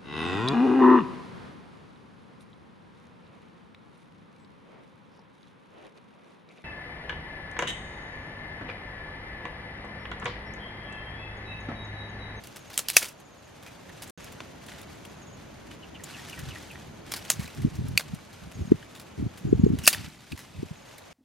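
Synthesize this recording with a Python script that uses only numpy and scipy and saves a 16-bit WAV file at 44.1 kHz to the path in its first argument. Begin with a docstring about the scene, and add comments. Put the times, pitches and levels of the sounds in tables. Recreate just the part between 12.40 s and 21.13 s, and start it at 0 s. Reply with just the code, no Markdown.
"""Dry twigs crack and snap as hands bend them and lay them on a pile, a few metres away in open scrub.
Each snap is a rush of tiny clicks from breaking fibres that makes the twig ring; thick sticks also knock.
Bark and grass rustle with the handling, and gusts thud on the openings of a small stereo microphone.
Far leaves hiss, distant insects keep up a high chorus and two birds call.
The sound drops out for a moment at about 1.7 seconds."""
import sys
import numpy as np
from scipy import signal
from scipy.fft import rfft, irfft, next_fast_len
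from scipy.io import wavfile
from scipy.ndimage import uniform_filter1d

SR = 44100
rng = np.random.default_rng(int(sys.argv[2]) if len(sys.argv) > 2 else 0)


def inscribe(sig):
    """Save sig as 16-bit PCM at rate SR to the path in sys.argv[1].

    A 1-D sig is mono; a 2-D sig holds one channel per row.
    Samples are clipped to [-1, 1] before scaling.
    """
    pcm = np.round(np.clip(np.atleast_2d(sig).T, -1, 1) * 32767)
    wavfile.write(sys.argv[1], SR, pcm.astype(np.int16))


N = 384993


def amp(db):
    """Turn decibels into a number to multiply by."""
    return 10 ** (np.asarray(db) / 20)


def rms_one(x):
    """Scale a sound so that its average level (rms) is 1."""
    return x / np.sqrt(np.mean(x ** 2) + 1e-20)


def loudest_one(x):
    """Scale a sound so that its loudest 2 ms have level 1."""
    return x / np.sqrt(np.max(uniform_filter1d(x ** 2, size=88)))


def in_time(rows):
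    """Join rows of (time_s, values...) into curves with one value per sample."""
    times_s, *columns = np.transpose(rows)
    return [np.interp(np.arange(N) / SR, times_s, column) for column in columns]


def at_hz(rows, hz):
    """Read between rows of (pitch_hz, value), giving each octave equal room."""
    pitches_hz, values = np.transpose(rows)
    return np.interp(np.log(hz), np.log(pitches_hz), values)


def drift(rate_hz):
    """A smooth random wobble of about size 1."""
    pole = np.exp(-40 * np.pi * rate_hz / SR)
    slow = signal.lfilter([1], [1, -2 * pole, pole * pole], rng.standard_normal(N // 20 + 2002))[2000:]
    return np.interp(np.arange(N) / 20, np.arange(len(slow)), rms_one(slow))


def butter(x, hz, kind, order=2):
    """Keep the "low" part, the "high" part or a "band" of a sound."""
    return signal.sosfilt(signal.butter(order, hz, kind, fs=SR, output="sos"), x)


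def shelf(x, hz, kind, db):
    """Turn everything past hz up or down, in two gentle steps."""
    for _ in range(2):
        x = x + (amp(db / 2) - 1) * butter(x, hz, kind, order=1)
    return x


def add(out, start_s, sound):
    """Mix a short sound into a longer one."""
    i = round(start_s * SR)
    out[i:i + len(sound)] += sound[:N - i]


def ring(clicks, hz, fade_s):
    """Each click starts a tone that dies away by 60 dB in fade_s."""
    decay, angle = amp(-60 / (fade_s * SR)), 2 * np.pi * hz / SR
    return signal.lfilter([0, np.sin(angle)], [1, -2 * decay * np.cos(angle), decay * decay], clicks)


def colour(pair, spectrum):
    """Shape the tone of a middle and a side signal, then turn them into left and right."""
    # How alike left and right are (1 or more: same, -1 or less: opposite): pitch_hz, likeness
    likeness = [(60, 0.68), (95, -0.7), (373, -1.4), (550, 0.38), (1650, 0.47), (4970, 0.2), (15000, -0.86)]
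    size = next_fast_len(N)
    hz = np.maximum(np.fft.rfftfreq(size, 1 / SR), 1)
    middle, side = rfft(pair, size) * amp(at_hz(spectrum, hz))
    alike = np.clip(at_hz(likeness, hz), -1, 1)
    return irfft(np.sqrt(1 + alike) * middle + np.sqrt(1 - alike) * side * [[1], [-1]], size)[:, :N]


def leaves_and_insects(level_db):
    """Far leaves hiss, with a steady, high chorus of distant insects near 6.7 kHz."""
    # The broad hiss of leaves and the insects' peak at 6650 Hz: pitch_hz, level_db
    spectrum = [(150, -37.5), (250, -9.5), (405, -0.5), (729, -4.5), (2950, -16), (5690, -25.5),
                (6650, -16.5), (7640, -51.5), (11600, -27.5), (15500, -62)]
    return amp(level_db) * rms_one(colour(rng.standard_normal((2, N)), spectrum))


def openings(left, right, even_hz=200, flat_hz=900, lean=0.17):
    """Two close microphone openings: their sum is the middle, their difference the side."""
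    difference = left - right
    side = flat_hz / even_hz * butter(difference, flat_hz, "high", order=1) - lean * difference
    return left + right + side * [[1], [-1]]


def wind(rumble_db, lumps_db=3.0, right_db=-10):
    """Air pushes unevenly on the microphone openings, mostly the left one, over a low rumble."""
    # Gusts: start_s, end_s, thud_db
    gusts = [(3.967, 4.129, -42.5), (4.928, 5.08, -44.5), (5.155, 5.262, -33.5), (5.23, 5.286, -28.5),
             (5.303, 5.494, -38), (5.378, 5.578, -36.5), (5.638, 5.776, -43.5), (6.017, 6.09, -43.5),
             (6.152, 6.24, -32), (6.293, 6.361, -32.5), (6.777, 6.88, -32), (7.033, 7.136, -29),
             (7.113, 7.254, -32), (7.224, 7.357, -27.5), (7.331, 7.45, -41.5), (7.532, 7.696, -42),
             (7.913, 7.95, -34), (8.144, 8.267, -41.5), (8.3, 8.35, -55)]
    # Single swirls of air hitting the left opening: time_s, level_db, pitch_hz
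    swirls = [(4.996, -21, 141), (5.249, -13.5, 198), (5.737, -23, 154), (6.253, -29.5, 170),
              (6.278, -30, 165), (6.319, -3.5, 307), (6.798, -21.5, 170), (6.826, -20, 224),
              (7.052, -18, 167), (7.128, -5, 356), (7.196, -13, 186), (7.238, -5.5, 176),
              (7.264, -6.5, 443), (7.303, -14, 197), (7.335, -16.5, 189), (7.44, -30, 155),
              (7.932, -26.5, 196), (8.23, -23, 308), (8.313, -27.5, 142)]
    noise, t = rng.standard_normal((2, N)), np.arange(N) / SR
    thud = rms_one(butter(noise, (58, 156.3), "band"))
    flutter = rms_one(butter(noise, (145, 312), "band"))
    pressure = np.zeros((2, N))
    for start_s, end_s, thud_db in gusts:
        flutter_db = -34.5 + 4.05 * (thud_db + 27.5)   # only strong gusts flutter much
        progress = np.clip((t - start_s) / (end_s - start_s), 0, 1)
        swell = np.sin(np.pi * progress) ** 0.32 * (t < end_s)
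        pressure += swell * (amp(thud_db) * thud + amp(flutter_db) * flutter)
    pressure *= amp(lumps_db * np.array([drift(31), drift(48)]) + [[0], [right_db]])
    for time_s, level_db, hz in swirls:
        cycles = np.arange(-2, 2, hz / SR)
        push_pull = np.exp(-(cycles / 0.57) ** 2) * np.sin(2 * np.pi * cycles)
        add(pressure[0], time_s - 2 / hz, amp(level_db) * push_pull)
    rumble = amp(rumble_db) * rms_one(butter(rng.standard_normal((3, N)), [65, 220], "band", order=1))
    air = openings(*butter(pressure, 41, "high")) + rumble[0] + amp(-9.5) * openings(*rumble[1:])
    return signal.sosfilt(signal.cheby2(6, 32, 560, fs=SR, output="sos"), air)   # keep only the lows


def whistle(out, middle_s, level_db, hz, fall_hz, length_s, rasp_db, bend=.1):
    """Add one raspy, sliding bird note to out; a large bend makes the slide sudden."""
    position = np.linspace(-1, 1, round(length_s * SR))
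    rasp = amp(rasp_db * rms_one(butter(rng.standard_normal(len(position)), 500, "low")))
    pitch_hz = hz - fall_hz / 2 * np.tanh(bend * position) / np.tanh(bend)
    tone = np.sin(2 * np.pi * np.cumsum(pitch_hz) / SR)
    swell = np.cos(np.pi * position / 2) ** 2
    add(out, middle_s - length_s / 2, amp(level_db) * rasp * swell * tone)


def birds(trill_hz=6640, note_gap_s=.06, answer_hz=1890, answer_s=.046):
    """Two far birds whistle, no two notes quite alike, with two faint echoes."""
    # The high bird's trills of falling notes: first_note_s, last_note_s, level_db
    trills = [(0.212, .275, -61), (0.801, 1.053, -61.5), (1.779, 1.841, -56.5), (2.701, 2.78, -64),
              (2.828, 2.939, -56.5), (3.82, 3.94, -61), (6.153, 6.275, -55.5), (7.094, 7.268, -59),
              (8.367, 8.538, -58.5)]
    # The low bird's chirps: time_s, level_db, pitch_hz
    chirps = [(3.437, -46.5, 2850), (3.557, -44, 2900), (3.748, -43.5, 2720), (3.933, -42, 2620),
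              (4.115, -42, 2780), (4.311, -46, 2600)]
    out = np.zeros(N)
    for first_s, last_s, level_db in trills:
        for time_s in np.linspace(first_s, last_s, round((last_s - first_s) / note_gap_s) + 1):
            louder, higher = rng.standard_normal(2)
            hz = trill_hz * (1 + .012 * higher)
            whistle(out, time_s, level_db + 2 * louder, hz, fall_hz=1000, length_s=.05, rasp_db=3.5)
    for time_s, level_db, hz in chirps:
        fall_hz = rng.uniform(.12, .26) * hz
        whistle(out, time_s, level_db, hz, fall_hz, length_s=.036, rasp_db=4.5, bend=4)
    for time_s, level_db, _ in chirps[1:]:   # a lower note answers all but the first chirp
        fall_hz = rng.uniform(-500, 500)
        whistle(out, time_s + answer_s, level_db - 0.5, answer_hz, fall_hz, length_s=.02, rasp_db=4.5)
    return out + .35 * np.roll(out, 400) + .25 * np.roll(out, 900)


def rustle(level_db, clicks_per_s=500, clump_db=2.0, width=0.42):
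    """Handled bark and grass make bunches of small clicks over a hiss."""
    # The tone of the rustle: pitch_hz, level_db
    spectrum = [(350, -19), (600, 2.5), (1490, 0.5), (2760, 2), (3680, 0), (11200, -7.5), (14100, -7.5),
                (16000, -27)]
    clicks = amp(3.5 * np.minimum(rng.exponential(1, N), 3))
    clicks *= rng.random(N) < clicks_per_s * amp(4 * drift(25)) / SR
    puffs = signal.lfilter([1], [1, -.975], clicks) * rng.standard_normal(N)   # a few ms each
    middle = .52 * rms_one(puffs) + .85 * rng.standard_normal(N)
    side = width * rng.standard_normal(N)
    clumps = np.array([middle, side]) * amp(clump_db * drift(26))
    return amp(level_db) * rms_one(colour(clumps, spectrum))


def crackles(rustle_db, ticks_per_s=200, ring_cycles=59):
    """Small twigs tick at random and ring briefly; busier hands make more ticks."""
    sizes = amp(2.5 * np.minimum(rng.exponential(1, N), 4)) * rng.choice([-1, 1], N)
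    ticks = sizes * (rng.random(N) < ticks_per_s * amp(rustle_db - rustle_db.mean()) / SR)
    pitches_hz = np.geomspace(1500, 9000, 14)
    which_twig = rng.integers(0, len(pitches_hz), N)
    rings = sum(ring(ticks * (which_twig == k) + 1e-18, hz, ring_cycles / hz)
                for k, hz in enumerate(pitches_hz))
    return amp(rustle_db - 8.5) * rms_one(rings)


def knocks(jolt_gap_s=.0016, jolt_loss_db=7):
    """A thick stick gives way in three quick jolts that set its whole length ringing."""
    # Thick sticks giving way: start_s, first_jolt_db
    breaks = [(0.5665, -15), (4.7385, -39), (4.9017, -31.5), (7.4763, -13.5)]
    # The tones of a thick stick: pitch_hz, level_db, fade_s
    tones = [(410, -2, 0.013), (665, -0.5, 0.011), (1215, -10.5, 0.025), (1800, -6.5, 0.032)]
    jolts = np.zeros(N) + 1e-18
    for start_s, level_db in breaks:
        for k in range(3):
            add(jolts, start_s + k * jolt_gap_s, [amp(level_db - k * jolt_loss_db)])
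    ringing = sum(amp(db) * ring(jolts, hz, fade_s) for hz, db, fade_s in tones)
    return butter(ringing, 250, "high")


def twig(clicks, hz, ring_cycles=24):
    """Clicks ring a twig at its own pitch and at a weaker, higher overtone."""
    overtone_hz = min(1.77 * hz, .4 * SR)
    main_tone = ring(clicks, hz, ring_cycles / hz)
    overtone = amp(-5.5) * ring(clicks, overtone_hz, ring_cycles / overtone_hz)
    return butter(main_tone - overtone, 0.89 * hz, "high")


def snaps(clicks_per_s=16000, burst_db=9, burst_s=.0015, settle_db=-18, settle_s=.16):
    """Wood fibres let go in a dying rush of clicks, which also make the twig ring."""
    # Fibres breaking and sticks knocking: start_s, peak_db, pitch_hz, ring_db, treble_db, fade_s
    breaks = [(0.0375, -34.5, 4680, -13, -7, 0.1), (0.07, -33.5, 3020, -13, -12, 0.08),
              (0.16, -31, 2690, -21, -9, 0.092), (0.299, -32, 2040, -13, -14, 0.069),
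              (0.3304, -30.5, 5000, -10.5, -4, 0.27), (0.377, -6, 7800, -4, -1, 0.032),
              (0.385, -13, 9500, -2, 10, 0.015), (0.3882, -17, 8800, -11, 8, 0.02),
              (0.3916, -11.5, 7100, -13, -1.5, 0.07), (0.4854, -10.5, 5060, -4.5, 3, 0.088),
              (0.5004, -9, 4230, -10, 2, 0.081), (0.531, -23, 5720, -22, 9, 0.59),
              (0.567, 10.5, 2604, -4.5, 4.5, 0.023), (0.569, -2.5, 5670, 3, 3, 0.041),
              (0.617, -26.5, 2320, -4, -21, 0.067), (0.626, -17.5, 2300, -7.5, -12, 0.056),
              (0.643, -22, 6800, -34, 10, 0.13), (0.683, -33, 2630, -3, 12, 0.059),
              (0.8, -42, 3030, -10, -9.5, 0.057), (1.226, -37.5, 3560, -25, -11, 0.19),
              (1.263, -34.5, 2480, -6, -24, 0.17), (1.492, -40.5, 1800, 10, -15.5, 0.04),
              (1.621, -29, 4700, -25, 1, 0.079), (1.675, -37.5, 7540, -4, 4, 0.05),
              (1.697, -33, 8900, -8, 13, 0.023), (1.842, -35, 2850, -14, 10, 0.051),
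              (1.9205, -34, 2260, -22, -4, 0.046), (2.0037, -25.5, 2220, -11, -49, 0.022),
              (2.264, -38.5, 8000, -21, 12, 0.043), (2.284, -33, 3220, -12.5, -29, 0.044),
              (2.318, -36, 2020, 10, -17, 0.024), (2.385, -37, 1990, -1, -20, 0.069),
              (2.414, -39, 3600, -11, 4, 0.04), (2.651, -36, 3230, -3, -12, 0.026),
              (3.3104, -34.5, 2950, -9, -31, 0.14), (3.637, -28.5, 7100, 2, 15.5, 0.033),
              (3.896, -29.5, 3040, 1.5, 6, 0.026), (3.9896, -30, 9000, -29, 8, 0.086),
              (4.184, -41, 5000, 3, -2, 0.03), (4.225, -42, 6000, -1, 8, 0.03),
              (4.312, -41, 8000, -10, 8, 0.04), (4.7173, -18.5, 5200, -13, 2, 0.054),
              (4.7385, -16, 4370, -5, -12, 0.056), (4.7608, -26.5, 5000, -8, 3, 0.099),
              (4.849, -35, 3000, -8, -12, 0.045), (4.9015, 0.5, 7170, -1.5, -4, 0.032),
              (4.912, -13.5, 6400, -5, 0, 0.1), (4.9943, -31.5, 2260, -7, -14, 0.39),
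              (5.031, -37, 1960, -7, -14, 0.11), (5.0527, -35, 4000, 3, -16, 0.073),
              (5.0772, -33.5, 2380, 4, 6, 0.024), (5.148, -40, 6000, -3, 8, 0.016),
              (5.219, -35, 2200, 0, 10, 0.017), (5.352, -36, 6000, -5, 7, 0.066),
              (5.483, -36.5, 10100, -12, 11, 0.03), (5.576, -2, 2570, 8, 4, 0.02),
              (5.5949, -21.5, 4300, -12, -19, 0.072), (5.746, -37, 8600, -8.5, -2, 0.037),
              (5.929, -42, 4070, -3, -12, 0.028), (6.115, -35, 3140, -22, -13, 0.08),
              (6.427, -37, 1750, 14, -30, 0.014), (6.549, -33.5, 3520, -5.5, -14, 0.19),
              (6.597, -35.5, 5260, -11, -8, 0.059), (6.615, -42, 5000, -11, 2, 0.061),
              (6.974, -37.5, 6100, -20, -9, 0.11), (7.387, -27.5, 3100, -6, -13, 0.04),
              (7.4358, -24, 2930, -1, 10, 0.15), (7.456, -21, 4770, 8, 9, 0.036),
              (7.4675, -9.5, 2770, -5, 14, 0.065), (7.4762, 10, 2705, -4, 6, 0.028),
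              (7.479, -0.5, 4450, -2.5, 26, 0.03), (7.5027, -25, 3670, 13, 22.5, 0.016),
              (7.529, -13.5, 4730, -9, 0, 0.1), (7.5315, -18.5, 2620, 8, -10, 0.05),
              (7.544, -21, 1830, 4, -12, 0.032), (7.66, -36.5, 2410, 0, -33, 0.047),
              (7.683, -42, 6000, -5, 5, 0.04), (7.9194, -28.5, 2610, 3, -19, 0.028),
              (7.976, -31.5, 2050, -11, -13, 0.19), (8.58, -38.5, 2100, -1, 10, 0.063)]
    lead = round(.012 * SR)   # samples before the break
    out, t = np.zeros(N), np.arange(-lead, round(.2 * SR)) / SR
    for start_s, peak_db, hz, ring_db, treble_db, fade_s in breaks:
        clean = peak_db > -17   # loud breaks start with a sharp burst; softer ones crumble
        rise_s = .0006 if clean else .0012
        fibres, faint = rng.laplace(size=(2, len(t))) * (rng.random((2, len(t))) < clicks_per_s / SR)
        fibres = np.clip(fibres, -2.5, 2.5) * np.clip(t / rise_s, 0, 1)
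        fibres *= amp(3.5 * rms_one(butter(rng.standard_normal(len(t)), 300, "low")))   # tears in fits
        fibres[lead] = 3.0 if clean else 2.0   # the first fibre to go
        fade_db = -60 * t / max(fade_s, .004)
        fibres *= (t >= 0) * amp(fade_db + clean * burst_db * np.exp(-(t / burst_s) ** 2))
        swell = .1 * np.exp(t / .004)   # a faint rush of clicks swells just before each snap
        settling = amp(settle_db - 60 * t / settle_s)
        faint *= np.where(t < 0, swell, settling)
        clicks = butter(fibres + faint, [350, 13000], "band")
        # The low knock is stronger under loud, bright breaks and weaker where the twig rings.
        knock_db = -12.5 + .15 * peak_db - 0.64 * ring_db + 0.08 * treble_db
        knock = amp(knock_db) * shelf(butter(clicks, 2800, "low"), 760, "low", db=3.5)
        crack = shelf(butter(clicks, 2300, "high") - knock, 1900, "high", treble_db)
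        snap = loudest_one(crack) + amp(ring_db) * loudest_one(twig(fibres, hz))
        add(out, start_s - lead / SR, amp(peak_db) * snap / np.max(np.abs(snap)))
    return out


def bush_echo(wood, fade_s=0.075, level_db=-33.5):
    """Bushes on either side throw back a little of each snap's treble."""
    scatter = rng.standard_normal((2, 1500)) * amp(-60 * np.arange(1500) / SR / fade_s)
    echo = signal.fftconvolve(wood[None], scatter, axes=1)[:, :N]
    return amp(level_db) * butter(echo, 6400, "high")


def scene():
    """Breaking wood in the middle, with rustling, breeze, insects and birds around it."""
    # The steady background: time_s, rumble_db, leaves_and_insects_db
    background = [(0, -51.5, -51.5), (.9, -56, -54), (1.7, -49.5, -50), (3, -49, -50.5), (4.8, -48, -51),
                  (5.3, -51.5, -53), (6.7, -51.5, -52.5), (7.4, -45, -51.5), (7.75, -55.5, -66),
                  (8.2, -55, -55), (8.73, -57.5, -51)]
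    # Hands moving bark and grass: time_s, rustle_db
    handling = [(0.0, -59.5), (0.4, -52), (0.68, -53.5), (0.8, -64.5), (1.15, -59.5), (1.7, -55.5),
                (1.84, -50.5), (2.15, -59.5), (2.3, -51), (2.6, -57.5), (3.61, -60), (3.66, -47.5),
                (4.2, -49.5), (4.62, -60), (4.75, -46.5), (5.15, -52.5), (5.75, -55.5), (6.28, -55.5),
                (6.5, -57.5), (7.33, -57), (7.54, -43.5), (7.76, -53.5), (8.73, -55.5)]
    rumble_db, leaves_and_insects_db = in_time(background)
    rustle_db, = in_time(handling)
    wood = snaps() + knocks()
    hands = wood + bush_echo(wood) + rustle(rustle_db) + crackles(rustle_db)
    return hands + leaves_and_insects(leaves_and_insects_db) + wind(rumble_db) + birds()


def record(dry, resonance_hz=10800, width_hz=670, dropout_s=(1.707, 1.7755), cutoff_hz=16600):
    """The microphone lifts the treble; peaks are flattened, the sound drops out once, the top is cut."""
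    t = np.arange(N) / SR
    sound_on = (t < dropout_s[0]) | (t > dropout_s[1])
    edges_hz = resonance_hz + width_hz * np.array([-.5, .5])
    bright = dry + 0.21 * butter(dry, edges_hz, "band", order=1)
    flattened = butter(np.clip(bright, -.95, .95), 40, "high")
    return signal.sosfilt(signal.cheby2(20, 70, cutoff_hz, fs=SR, output="sos"), flattened * sound_on)


dry = scene()
out = record(dry)
inscribe(out)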